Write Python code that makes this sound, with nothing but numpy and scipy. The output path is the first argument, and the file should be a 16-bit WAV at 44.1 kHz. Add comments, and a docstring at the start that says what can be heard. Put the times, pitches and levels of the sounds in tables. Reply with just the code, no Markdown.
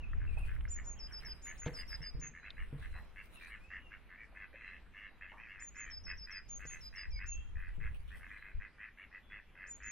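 """Ducks and songbirds on a calm lake

Ducks quack in quick runs: each quack is a short train of rough pulses ringing the throat, with a faint shore echo.
A small songbird repeats high arched and slurred notes, and far birds whistle, chirp and pip: gliding tones.
Light wind, as shaped noise, buffets the microphone of a hand-held camera; thumps ring the camera body.
Filtered noise makes the ticks, a scuff, the rustle of a sleeve, laps at the bank and the valley's soft wash."""
import sys
import numpy as np
from scipy import signal
from scipy.fft import rfft, irfft, next_fast_len
from scipy.io import wavfile
from scipy.ndimage import uniform_filter1d, map_coordinates

SR = 44100
rng = np.random.default_rng(int(sys.argv[2]) if len(sys.argv) > 2 else 0)


def master(y):
    """Save y as 16-bit WAV."""
    cut = np.clip(np.atleast_2d(y).T, -1, 1)
    pcm = np.round(cut * 32767)  # scale
    wavfile.write(sys.argv[1], SR, pcm.astype(np.int16))


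N = 437031
TIME = np.arange(N) / SR


def undb(db):
    """Decibels to gain."""
    return 10 ** (np.asarray(db) / 20)


def unit(x):
    """Scale to rms 1."""
    return x / np.sqrt(np.mean(x ** 2) + 1e-30)


def decay(t, t60):
    """Exponential decay that falls 60 dB in t60 seconds."""
    return np.exp(-np.log(1000) * t / t60)


def curve(rows):
    """Join (t/s, value) rows by straight lines."""
    return np.interp(TIME, *np.transpose(rows))


def add(track, s, x):
    """Mix a short sound into a track at time s."""
    i = int(np.clip(s * SR, 0, N))
    track[i:i + len(x)] += x[:N - i]


def colour(x, gain):
    """Filter by a gain that is a function of frequency."""
    size = x.shape[-1]
    n = next_fast_len(size + 2048)
    hz = np.arange(n // 2 + 1) * SR / n + 1e-3
    return irfft(rfft(x, n) * gain(hz), n)[..., :size]


def resonance(f, hz, width):
    """Gain of one broad resonance."""
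    return 1 / (1 + 2 * ((f - hz) / width) ** 2)


def walk(rate, size=N):
    """Smooth random wandering with a spread near 1."""
    k = max(int(SR / rate), 1)
    steps = np.repeat(rng.standard_normal(size // k + 1), k)
    return uniform_filter1d(steps, k)[:size]


def noise(points, side, apart_hz=4000):
    """Stereo noise with an (f/Hz, level/dB) spectrum; side sets how far the ears differ below apart_hz.

    Well above apart_hz the two ears are unrelated."""
    hz, db = np.transpose(points)
    white = rng.standard_normal((2, N))
    mid, wide = colour(white, lambda f: undb(np.interp(np.log(f), np.log(hz), db)))
    share = lambda f: side + (1 - side) / (1 + (apart_hz / f) ** 6)
    mid = colour(mid, lambda f: 1 / np.hypot(1, share(f)))
    wide = colour(wide, lambda f: share(f) / np.hypot(1, share(f)))
    return unit(np.array([mid + wide, mid - wide]))


def patchy(x, spread_db, rate, width_hz, above_hz):
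    """Let each stretch of the spectrum flicker in level on its own, the bass half as much as the treble."""
    f, t, z = signal.stft(x, SR, nperseg=512)
    where = np.meshgrid(f / width_hz, t * rate, indexing="ij")
    chance = rng.standard_normal((128, 1024))
    flicker = map_coordinates(chance, where, order=1, mode="mirror")
    depth = np.clip(f / above_hz - 1, .5, 1)[:, None]
    return signal.istft(z * undb(spread_db * flicker * depth), SR)[1][:, :N]


def swells(rows, attack_s, release_s):
    """Gain of (t/s, length/s, level/dB) events that rise, hold and die away."""
    total = 0
    for s, length, db in rows:
        rise = np.minimum(TIME - s, 0) / attack_s
        fall = np.maximum(TIME - s - length, 0) / release_s
        total = total + undb(db) * np.exp(rise - fall)
    return total


def burst(gain, attack_s, t60):
    """A short dying burst of noise with the given colour."""
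    t = TIME[:SR // 2]
    hiss = unit(colour(rng.standard_normal(len(t)), gain))
    return hiss * np.clip(t / attack_s, 0, 1) * decay(t, t60)


def shore(x, t60, wet_db, gap_s):
    """Diffuse echo from the bank and the trees, fading in over gap_s, different in each ear."""
    t = TIME[:SR]
    tail = rng.standard_normal((2, SR)) * decay(t, t60) * np.clip(t / gap_s, 0, 1)
    tail /= np.sqrt(np.sum(tail ** 2, axis=1, keepdims=True))
    return undb(wet_db) * signal.fftconvolve(x[None], tail, axes=1)[:, :N]


def ears(x, lag_s):
    """A sound from one side reaches the right ear lag_s later (earlier if negative)."""
    return np.array([x, colour(x, lambda f: np.exp(-2j * np.pi * f * lag_s))])


def notes_of(runs, sag_hz):
    """(t/s, f/Hz, level/dB, place in run) of evenly spaced notes, stepping steadily in pitch and level."""
    return [(s + k * spacing, hz - k * sag_hz, db - k * fade, k)
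            for s, count, spacing, hz, db, fade in runs for k in range(round(count))]


def note(length, hz, shape, waver, flutter_db, scratch=0):
    """A nearly pure tone that follows a shape in pitch and level; a scratch roughens its start."""
    n = int(length * SR)
    share, ratio, db = np.transpose(shape)
    u = np.linspace(0, 1, n)
    glide = uniform_filter1d(np.interp(u, share, ratio), n // 10, mode="nearest")
    unsteady = waver + scratch * np.exp(-10 * u)
    pitch = hz * glide * (1 + unsteady * walk(900, n))
    level_db = np.interp(u, share, db) + flutter_db * walk(125.7, n)
    swell = undb(level_db) * signal.windows.tukey(n, .1)
    return np.sqrt(2) * swell * np.sin(2 * np.pi * np.cumsum(pitch) / SR)


# spectrum of the valley's wash: f/Hz, relative level/dB
AIR = [(62, -0.5), (90, -12.5), (200, -13.5), (400, -20.5), (800, -24), (2400, -20.5), (3500, -32),
       (5000, -39.5), (8000, -48.5), (12000, -42), (15000, -81)]
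# slow ebb of the wash's lower part: t/s, level/dB
EBB = [(1, -57), (4, -62), (9.9, -62.5)]


def air(treble_db=-63, ebb_hz=1700):
    """The soft, far wash of the valley: its lower part ebbs and its treble flickers most."""
    wash = patchy(noise(AIR, side=0.25), spread_db=5, rate=16, width_hz=800, above_hz=2400)
    low = colour(wash, lambda f: 1 / (1 + (f / ebb_hz) ** 4))
    treble = wash - low
    return (low * undb(curve(EBB)) + treble * undb(treble_db)) * undb(walk(2.1))


# spectrum of the wind: f/Hz, relative level/dB
WIND = [(32, 0.5), (52, 2), (75, -7), (120, -18), (180, -30), (300, -39.5), (600, -47.5), (1500, -69),
        (6000, -100)]
# the breeze on the microphone: t/s, level/dB before the wind's gain
BREEZE = [(0, -44), (.45, -40.5), (1.45, -60), (1.8, -49.5), (2.05, -52), (2.35, -66), (2.7, -55.5),
          (2.92, -46), (3.15, -60), (4.4, -69), (5.8, -65), (6.1, -50.5), (6.3, -62), (6.55, -53.5),
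          (7, -59.5), (7.85, -41.5), (8.25, -60), (8.9, -76), (9.9, -72)]
# single buffets: t/s, length/s, level/dB before the bass filter and the wind's gain
BUFFETS = [(.12, 0.054, -46), (2.14, 0.058, -46), (2.59, 0.05, -45.5), (7.07, 0.093, -45),
           (7.36, 0.028, -47), (7.55, 0.02, -45), (8.55, 0.031, -40)]


def wind(eddy_s=0.067, gain_db=4, lump_db=2, buffet_hz=80):
    """Eddies buffet the two microphone ports: an uneven breeze, and sudden puffs that are deeper."""
    eddies = noise(WIND, side=.85)
    # even out the level, so that the tables alone set it
    eddies /= np.sqrt(uniform_filter1d(np.mean(eddies ** 2, axis=0), int(eddy_s * SR)))
    breeze = eddies * undb(curve(BREEZE) + lump_db * walk(9))
    deep = colour(eddies, lambda f: 1 / np.hypot(1, f / buffet_hz))
    puffs = deep * swells(BUFFETS, attack_s=0.0038, release_s=0.024)
    return undb(gain_db) * (breeze + puffs)


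# spectrum of rubbed cloth: f/Hz, relative level/dB
CLOTH = [(500, 8.5), (1200, 12), (3000, 9), (6600, -9.5), (8300, -0.5), (11000, -2.5), (15500, -11.5)]
# rubs of the sleeve: t/s, length/s, level/dB before the sleeve's gain
RUBS = [(.39, 0.091, -74.5), (1.1, 0.19, -78.5), (1.48, 0.22, -77.5), (1.8, 0.16, -76.5), (2.62, 0.36, -81),
        (3.25, 0.25, -79), (6.65, 0.29, -80), (7.64, 0.37, -86), (8.09, 0.24, -81)]


def sleeve(gain_db=8.5, grain_db=3.5, crackle_db=4):
    """Cloth rubs in fine grains, its colour shifting as the folds move."""
    grains = undb(gain_db + grain_db * walk(40) + crackle_db * walk(1100))
    cloth = patchy(noise(CLOTH, side=1.0), spread_db=7, rate=20, width_hz=650, above_hz=1500)
    return cloth * swells(RUBS, attack_s=0.056, release_s=0.093) * grains


# modes of the camera body: f/Hz before the grip detunes it, relative level/dB, t60/s
BODY = [(156.2, -3, 0.11), (292, 1, 0.016), (470, -2, 0.05), (608, -5.5, 0.02), (846, -7.5, 0.021)]


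def thump(bright_hz, t60, drag=0.034):
    """A blow and the dying drag of the skin ring the body; the grip detunes its modes.

    A soft blow has a low bright_hz and reaches only the low modes."""
    t = TIME[:SR // 2]
    push = drag * rng.standard_normal(len(t)) * decay(t, t60)
    push[0] += 1  # the blow itself
    push = signal.sosfilt(signal.butter(2, bright_hz, fs=SR, output="sos"), push)
    grip = 1 + .015 * rng.standard_normal(len(BODY))
    body = np.zeros(len(t))
    for (hz, db, ring_s), detune in zip(BODY, grip):
        body += undb(db) * np.sin(2 * np.pi * hz * detune * t) * decay(t, ring_s)
    sound = signal.fftconvolve(push, body)[:len(t)]
    # the rms of a plain decay, so that long and short thumps start about equally loud
    return unit(sound) * np.sqrt(np.mean(decay(t, t60) ** 2))


# thumps of the hand on the camera, and at 7.779 s a low rumble of the wind played alike: t/s, level/dB,
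# brightness f/Hz, t60/s
THUMPS = [(1.663, -34.5, 900, 0.25), (2.005, -46, 198, 0.15), (2.149, -49, 257, 0.67),
          (2.728, -39.5, 220, 0.29), (6.652, -50.5, 705, 0.12), (7.779, -47.5, 110, 0.64)]
# sharp ticks: t/s, level/dB before tick_db, f/Hz, width/Hz before squaring
TICKS = [(0.133, -44, 1690, 600), (0.563, -45.5, 1700, 556), (0.608, -49, 2320, 1700),
         (.652, -44, 1880, 700), (0.677, -48, 1720, 702), (2.504, -42.5, 3660, 1290)]
# a finger's scuff: t/s, length/s, level/dB, f/Hz, width/Hz before squaring
SCUFF = (1.661, .022, -52, 2400, 2900)


def handling(tick_db=3):
    """Thumps on the camera body, a low rumble of the wind, a finger's scuff around the hardest one, and brief
    ticks."""
    out = np.zeros(N)
    for s, db, bright_hz, t60 in THUMPS:
        add(out, s, undb(db) * thump(bright_hz, t60))
    for s, db, hz, width in TICKS:
        tick = burst(lambda f: resonance(f, hz, width) ** 2, attack_s=0.00091, t60=0.018)
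        add(out, s, undb(db + tick_db) * tick)
    s, length, db, hz, width = SCUFF
    scuff = unit(colour(rng.standard_normal(N), lambda f: resonance(f, hz, width) ** 2))
    return out + scuff * swells([(s, length, db)], attack_s=.004, release_s=.004)


# laps at the bank, and at 5.318 s a distant call made alike: t/s, level/dB, f/Hz, width/Hz, t60/s
LAPS = [(0.369, -56.5, 714, 348, 0.26), (2.95, -58.5, 930, 686, 0.6), (4.324, -61.5, 620, 120, 0.081),
        (4.535, -56, 554, 120, 0.1), (5.318, -55.5, 1020, 353, 0.43)]


def water():
    """Small hollow laps at the bank and one distant call: dying bursts of noise through one resonance."""
    out = np.zeros(N)
    for s, db, hz, width, t60 in LAPS:
        add(out, s, undb(db) * burst(lambda f: resonance(f, hz, width), attack_s=0.001, t60=t60))
    return out


# gliding whistles: t/s, length/s, start f/Hz, end f/Hz, level/dB
WHISTLES = [(0, 0.073, 2890, 2370, -58), (.266, 0.082, 2720, 2330, -61.5), (.335, 0.079, 2350, 2750, -60.5),
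            (.385, 0.076, 2784, 2380, -60.5), (3.355, 0.07, 2860, 2290, -61.5),
            (3.6, 0.15, 2400, 2830, -65.5), (3.78, 0.1, 2960, 2744, -66.5), (7.104, 0.13, 2410, 2090, -64),
            (7.247, 0.15, 2686, 2696, -62)]
# a run of chirps: t/s, notes, spacing/s, top f/Hz, level/dB, fade per note/dB
CHIRP_RUN = (.955, 4, .111, 3300, -67.5, 0)
# shape of a chirp: share of length, pitch ratio, relative level/dB
PEAKED = [(0, .75, -8), (.4, 1, -2), (1, .6, 0)]
# thin, nearly level pips: t/s (each starts .02 s sooner), start f/Hz, level/dB before the echo
PIPS = [(2.385, 4064, -68.5), (2.886, 4120, -67.5), (3.387, 4060, -71), (4.601, 4090, -69.5),
        (5.029, 3970, -76.5), (6.78, 4080, -69), (7.339, 3270, -65), (8.318, 4100, -73),
        (9.23, 3450, -67.5)]


def far_bird(lag_s=-0.000055, pip_db=-3):
    """Whistles and chirps from the right, blurred by the wood they cross; pips arrive only as echo."""
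    dry, farther = np.zeros((2, N))
    for s, length, start_hz, end_hz, db in WHISTLES:
        ratio = end_hz / start_hz
        glide = [(0, 1, -4), (.5, ratio ** .5, 0), (1, ratio, -6)]
        add(dry, s, undb(db) * note(length, start_hz, glide, waver=0.008, flutter_db=7.0))
    for s, hz, db, _ in notes_of([CHIRP_RUN], sag_hz=0):
        add(dry, s, undb(db) * note(.053, hz, PEAKED, waver=.005, flutter_db=2))
    for s, hz, db in PIPS:
        pip = note(.1, hz, [(0, 1, -2), (1, .97, 0)], waver=.012, flutter_db=2)
        add(farther, s - .02, undb(db) * pip)
    blur = shore(dry, t60=0.4, wet_db=-2, gap_s=0.002)
    return ears(dry, lag_s) + blur + shore(farther, t60=.5, wet_db=pip_db, gap_s=.02)


# shapes of the arched and slurred notes: share of length, pitch ratio, relative level/dB
ARCH = [(0, 1, -17), (.16, .99, -6), (.3, 1, 0), (.55, .975, -1), (.8, .948, -4), (1, .935, -10)]
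SLUR = [(0, 1.15, -14), (.1, 1.095, -7), (.24, 1.025, -3), (.38, 1, 0), (.9, 1, 0), (1, .99, -6)]
# runs of arches: t/s, notes, spacing/s, first top f/Hz, first level/dB, fade per note/dB
ARCH_RUNS = [(.688, 2, 0.16, 7125, -46, 2.5), (1.421, 2, 0.16, 6960, -49, 1),
             (2.2, 1, .165, 6780, -49.5, 19), (5.598, 2, 0.16, 7080, -50, 1),
             (6.486, 2, 0.17, 6850, -48, 1.5), (7.263, 1, .165, 6880, -47.5, 0),
             (9.671, 2, 0.16, 7100, -50.5, -0.5)]
# runs of slurs: t/s, notes, spacing/s, first final f/Hz before scatter, first level/dB,
# fade per note/dB, added droop per note as a share of pitch
SLUR_RUNS = [(0.987, 3, 0.13, 5090, -49, 0.5, 0.0097), (1.735, 3, 0.14, 5013, -49, -1, 0.0017),
             (5.9, 4, 0.1358, 5115, -51.5, -0.16, 0.018), (6.804, 3, 0.15, 5015, -53, 0.5, 0.0076)]
# quick upsweep of the second voice: length/s, start f/Hz, end f/Hz, level relative to the arch/dB
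UPSWEEP = (.009, 4800, 6500, -19)


def songbird(lag_s=.00004):
    """Arches, opened by a second voice's upsweeps, and slurs that droop more along a run; a little left."""
    dry = np.zeros(N)
    length, start_hz, end_hz, below_db = UPSWEEP
    rise = [(0, 1, -4), (1, end_hz / start_hz, 0)]
    for s, hz, db, _ in notes_of(ARCH_RUNS, sag_hz=141.0):
        arch = note(.102, hz, ARCH, waver=.008, flutter_db=2.8, scratch=.09)
        add(dry, s, undb(db) * arch)
        sweep = note(length, start_hz, rise, waver=.05, flutter_db=2)
        for k in range(3):
            offset_s = (k - 1) * length / 2 * (1 + rng.random() / 2)
            add(dry, s + offset_s, undb(db + below_db) * sweep)
    for *run, droop in SLUR_RUNS:
        for s, hz, db, k in notes_of([run], sag_hz=17):
            shape = [(u, ratio - k * droop * (u - .5), level) for u, ratio, level in SLUR]
            scatter = 1 + .005 * rng.standard_normal()
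            slur = note(.091, hz * scatter, shape, waver=.004, flutter_db=3)
            add(dry, s, undb(db) * slur)
    return ears(dry, lag_s) + shore(dry, t60=0.44, wet_db=-15.0, gap_s=0.0067)


# decay of each puff of turbulence; a quack crests a fixed time plus a share of its length after it starts
PUFF_S, CREST_S, CREST_SHARE = .005, .019, .36
# no two quacks are alike: random shares of each resonance's frequency, within and between quacks
RESONANCE_WAVER, RESONANCE_SCATTER = .012, .014
# duck throat: f/Hz before it is moved, width/Hz of one of four filter stages, relative level/dB
THROAT = [(1241, 252, -13.5), (1708, 239, 0), (2040, 202, 2.5), (2593, 188, -2), (3150, 180, -21)]


def quack(length, rate_hz, upper_hz, upper_db, rasp, glide, sag=.07):
    """Two membranes snap in turn each cycle, with a puff of turbulence, and ring the throat.

    Rate and resonances follow effort and waver from snap to snap."""
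    n = int(length * SR)
    t = TIME[:n]
    crest = np.clip(CREST_S / length + CREST_SHARE, .1, .9)
    effort = np.sin(np.pi * np.interp(t / length, [0, crest, 1], [0, .5, 1]))
    lift = effort - np.average(effort, weights=effort)
    hz = rate_hz * (1 + sag * lift) * (1 + .018 * walk(rate_hz, n))
    phase = np.cumsum(hz) / SR + .5
    # one click at each whole cycle
    snaps = lambda p: np.diff(np.floor(p), prepend=np.floor(p[0]))
    twin_lag = rng.uniform(.15, .5) + .03 * walk(30, n)  # in cycles
    pulses = snaps(phase) + undb(-11) * snaps(phase - twin_lag)
    since_snap = (phase % 1) / hz
    puffs = rasp * rng.standard_normal(n) * np.exp(-since_snap / PUFF_S)
    size = undb(1.8 * walk(rate_hz, n))
    source = (pulses + puffs) * size * undb(-11 * (1 - effort) ** 1.8)
    own = 1 + RESONANCE_SCATTER * rng.standard_normal(len(THROAT))
    voice = np.zeros(n)
    for k, (centre, width, db) in enumerate(THROAT):
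        # the higher a resonance, the more it moves and swells with the bill
        place = centre * own[k] * (upper_hz / THROAT[3][0]) ** min((k + 1) / 4, 1)
        bill_db = upper_db * np.clip((k - 1) / 2, 0, 1)
        ring = colour(source, lambda f: (1 + 1j * (f - place) / width) ** -4.)
        # shift the ringing in frequency as the throat moves
        drift = place * (glide * lift + RESONANCE_WAVER * walk(rate_hz, n))
        ring = np.real(signal.hilbert(ring) * np.exp(2j * np.pi * np.cumsum(drift) / SR))
        voice += (-1) ** k * undb(db + bill_db) * ring
    return unit(voice * signal.windows.tukey(n, .08))


# turbulence beside the pulses in a quack of QUACK_DB
RASP, QUACK_DB = .048, -58.5
# share by which effort lifts the resonances, and its scatter between quacks
GLIDE, GLIDE_SCATTER = .08, .05
# quacks: t/s, length/s, central pulse rate f/Hz, level/dB, upper resonances' level as the bill opens/dB,
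# upper resonance f/Hz before scatter
QUACKS = [(0.197, 0.064, 86.0, -59, -18, 2620), (0.465, 0.075, 92.8, -57, -11, 2590.0),
          (0.756, 0.056, 85.7, -55, -14, 2850), (1.08, 0.076, 84.5, -63, -14, 2300),
          (1.216, 0.074, 84.0, -57.5, -9, 2680), (1.451, 0.082, 91.3, -52.5, -5, 2790),
          (1.612, 0.1, 82.2, -55, -5, 2550), (1.756, 0.094, 86.2, -55.5, 0, 2750),
          (1.899, 0.063, 87.0, -53, -7, 2660), (1.999, 0.087, 91.3, -57, -5, 2820),
          (2.208, 0.07, 95.0, -55, -1, 2650), (2.331, 0.072, 84.5, -56.5, -10.5, 2830),
          (2.425, 0.069, 99.5, -53.0, -0.5, 2580), (2.562, 0.077, 92.4, -53.5, -6, 2730),
          (2.808, 0.065, 91.1, -56.5, -8, 2580), (2.922, 0.085, 88.3, -57, -4, 2540),
          (3.154, 0.071, 98.2, -53.5, -1, 2710), (3.391, 0.095, 84.0, -57, 8, 2380),
          (3.476, 0.098, 105.6, -53.5, -5, 2750), (3.697, 0.096, 94.6, -50, -5.5, 2750.0),
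          (3.902, 0.061, 99.6, -54, -6.5, 2650), (4.085, 0.084, 90.0, -58, -13, 2590),
          (4.172, 0.081, 109.5, -56.5, 11, 2330), (4.344, 0.12, 97.5, -53.5, -2.5, 2600),
          (4.525, 0.12, 114.3, -57.5, 4, 2580), (4.616, 0.17, 91.7, -53.5, 1, 2615),
          (4.93, 0.17, 100.3, -54.5, -1, 2700), (5.205, 0.063, 96.0, -52, 1, 2580),
          (5.269, 0.066, 97.1, -57.5, 1, 2730.0), (5.366, 0.12, 111.4, -56, 7, 2465),
          (5.469, 0.11, 97.0, -55, -1, 2680), (5.573, 0.061, 113.6, -53.5, -2, 2560),
          (5.741, 0.12, 106.1, -51.5, -0.5, 2580), (5.846, 0.08, 86.0, -53.5, -13, 3070),
          (6.062, 0.079, 92.6, -48, 0, 2594), (6.266, 0.14, 94.7, -52, 0, 2550),
          (6.589, 0.077, 102, -53.5, -2.5, 2590), (6.69, 0.092, 83, -54.5, 3, 2610),
          (6.921, 0.15, 94.5, -52, -2, 2680), (7.185, 0.074, 95.8, -50.5, -0.5, 2490),
          (7.549, 0.17, 89, -56, -3, 2540), (7.797, 0.1, 110.1, -52, -2.5, 2550),
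          (8.099, 0.073, 97.4, -56.5, -6, 2510), (8.19, 0.096, 87.7, -56.0, -7, 2560),
          (8.288, 0.11, 101.0, -53.5, -2.5, 2460), (8.408, 0.12, 99.2, -55.5, -2.5, 2570),
          (8.594, 0.08, 101.6, -53.0, -0.5, 2510), (8.778, 0.12, 106.9, -53.0, 1, 2500),
          (8.968, 0.095, 93.8, -56.5, -1, 2720), (9.109, 0.08, 94.3, -54.5, -3, 2520),
          (9.295, 0.11, 103.6, -53.5, 1, 2560), (9.547, 0.16, 92.9, -54, -3.5, 2590),
          (9.797, 0.14, 102.6, -52, 0, 2550)]


def ducks(width=0.11):
    """All the quacks, straight ahead over the water, with shore echoes; harder ones are hoarser."""
    dry = np.zeros(N)
    chances = rng.standard_normal(len(QUACKS))
    for (s, length, rate_hz, db, bill_db, upper_hz), chance in zip(QUACKS, chances):
        rasp = RASP * undb((db - QUACK_DB) / 2)
        glide = GLIDE + GLIDE_SCATTER * chance
        add(dry, s, undb(db) * quack(length, rate_hz, upper_hz, bill_db, rasp, glide))
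    # central echo, and a second one opposed in the two ears to widen it
    echo, spread = shore(dry, t60=0.098, wet_db=-8.0, gap_s=0.06)
    near = shore(dry, t60=0.14, wet_db=-16.0, gap_s=0.0089)
    return dry + near + echo + width * np.array([spread, -spread])


def scene():
    """Moving air, small knocks, water and birds."""
    return air() + wind() + sleeve() + handling() + water() + far_bird() + songbird() + ducks()


def record(dry, top_hz=15700):
    """The camera cuts the top with a steep low-pass."""
    return signal.sosfilt(signal.ellip(8, .2, 70, top_hz, fs=SR, output="sos"), dry)


dry = scene()
out = record(dry)
master(out)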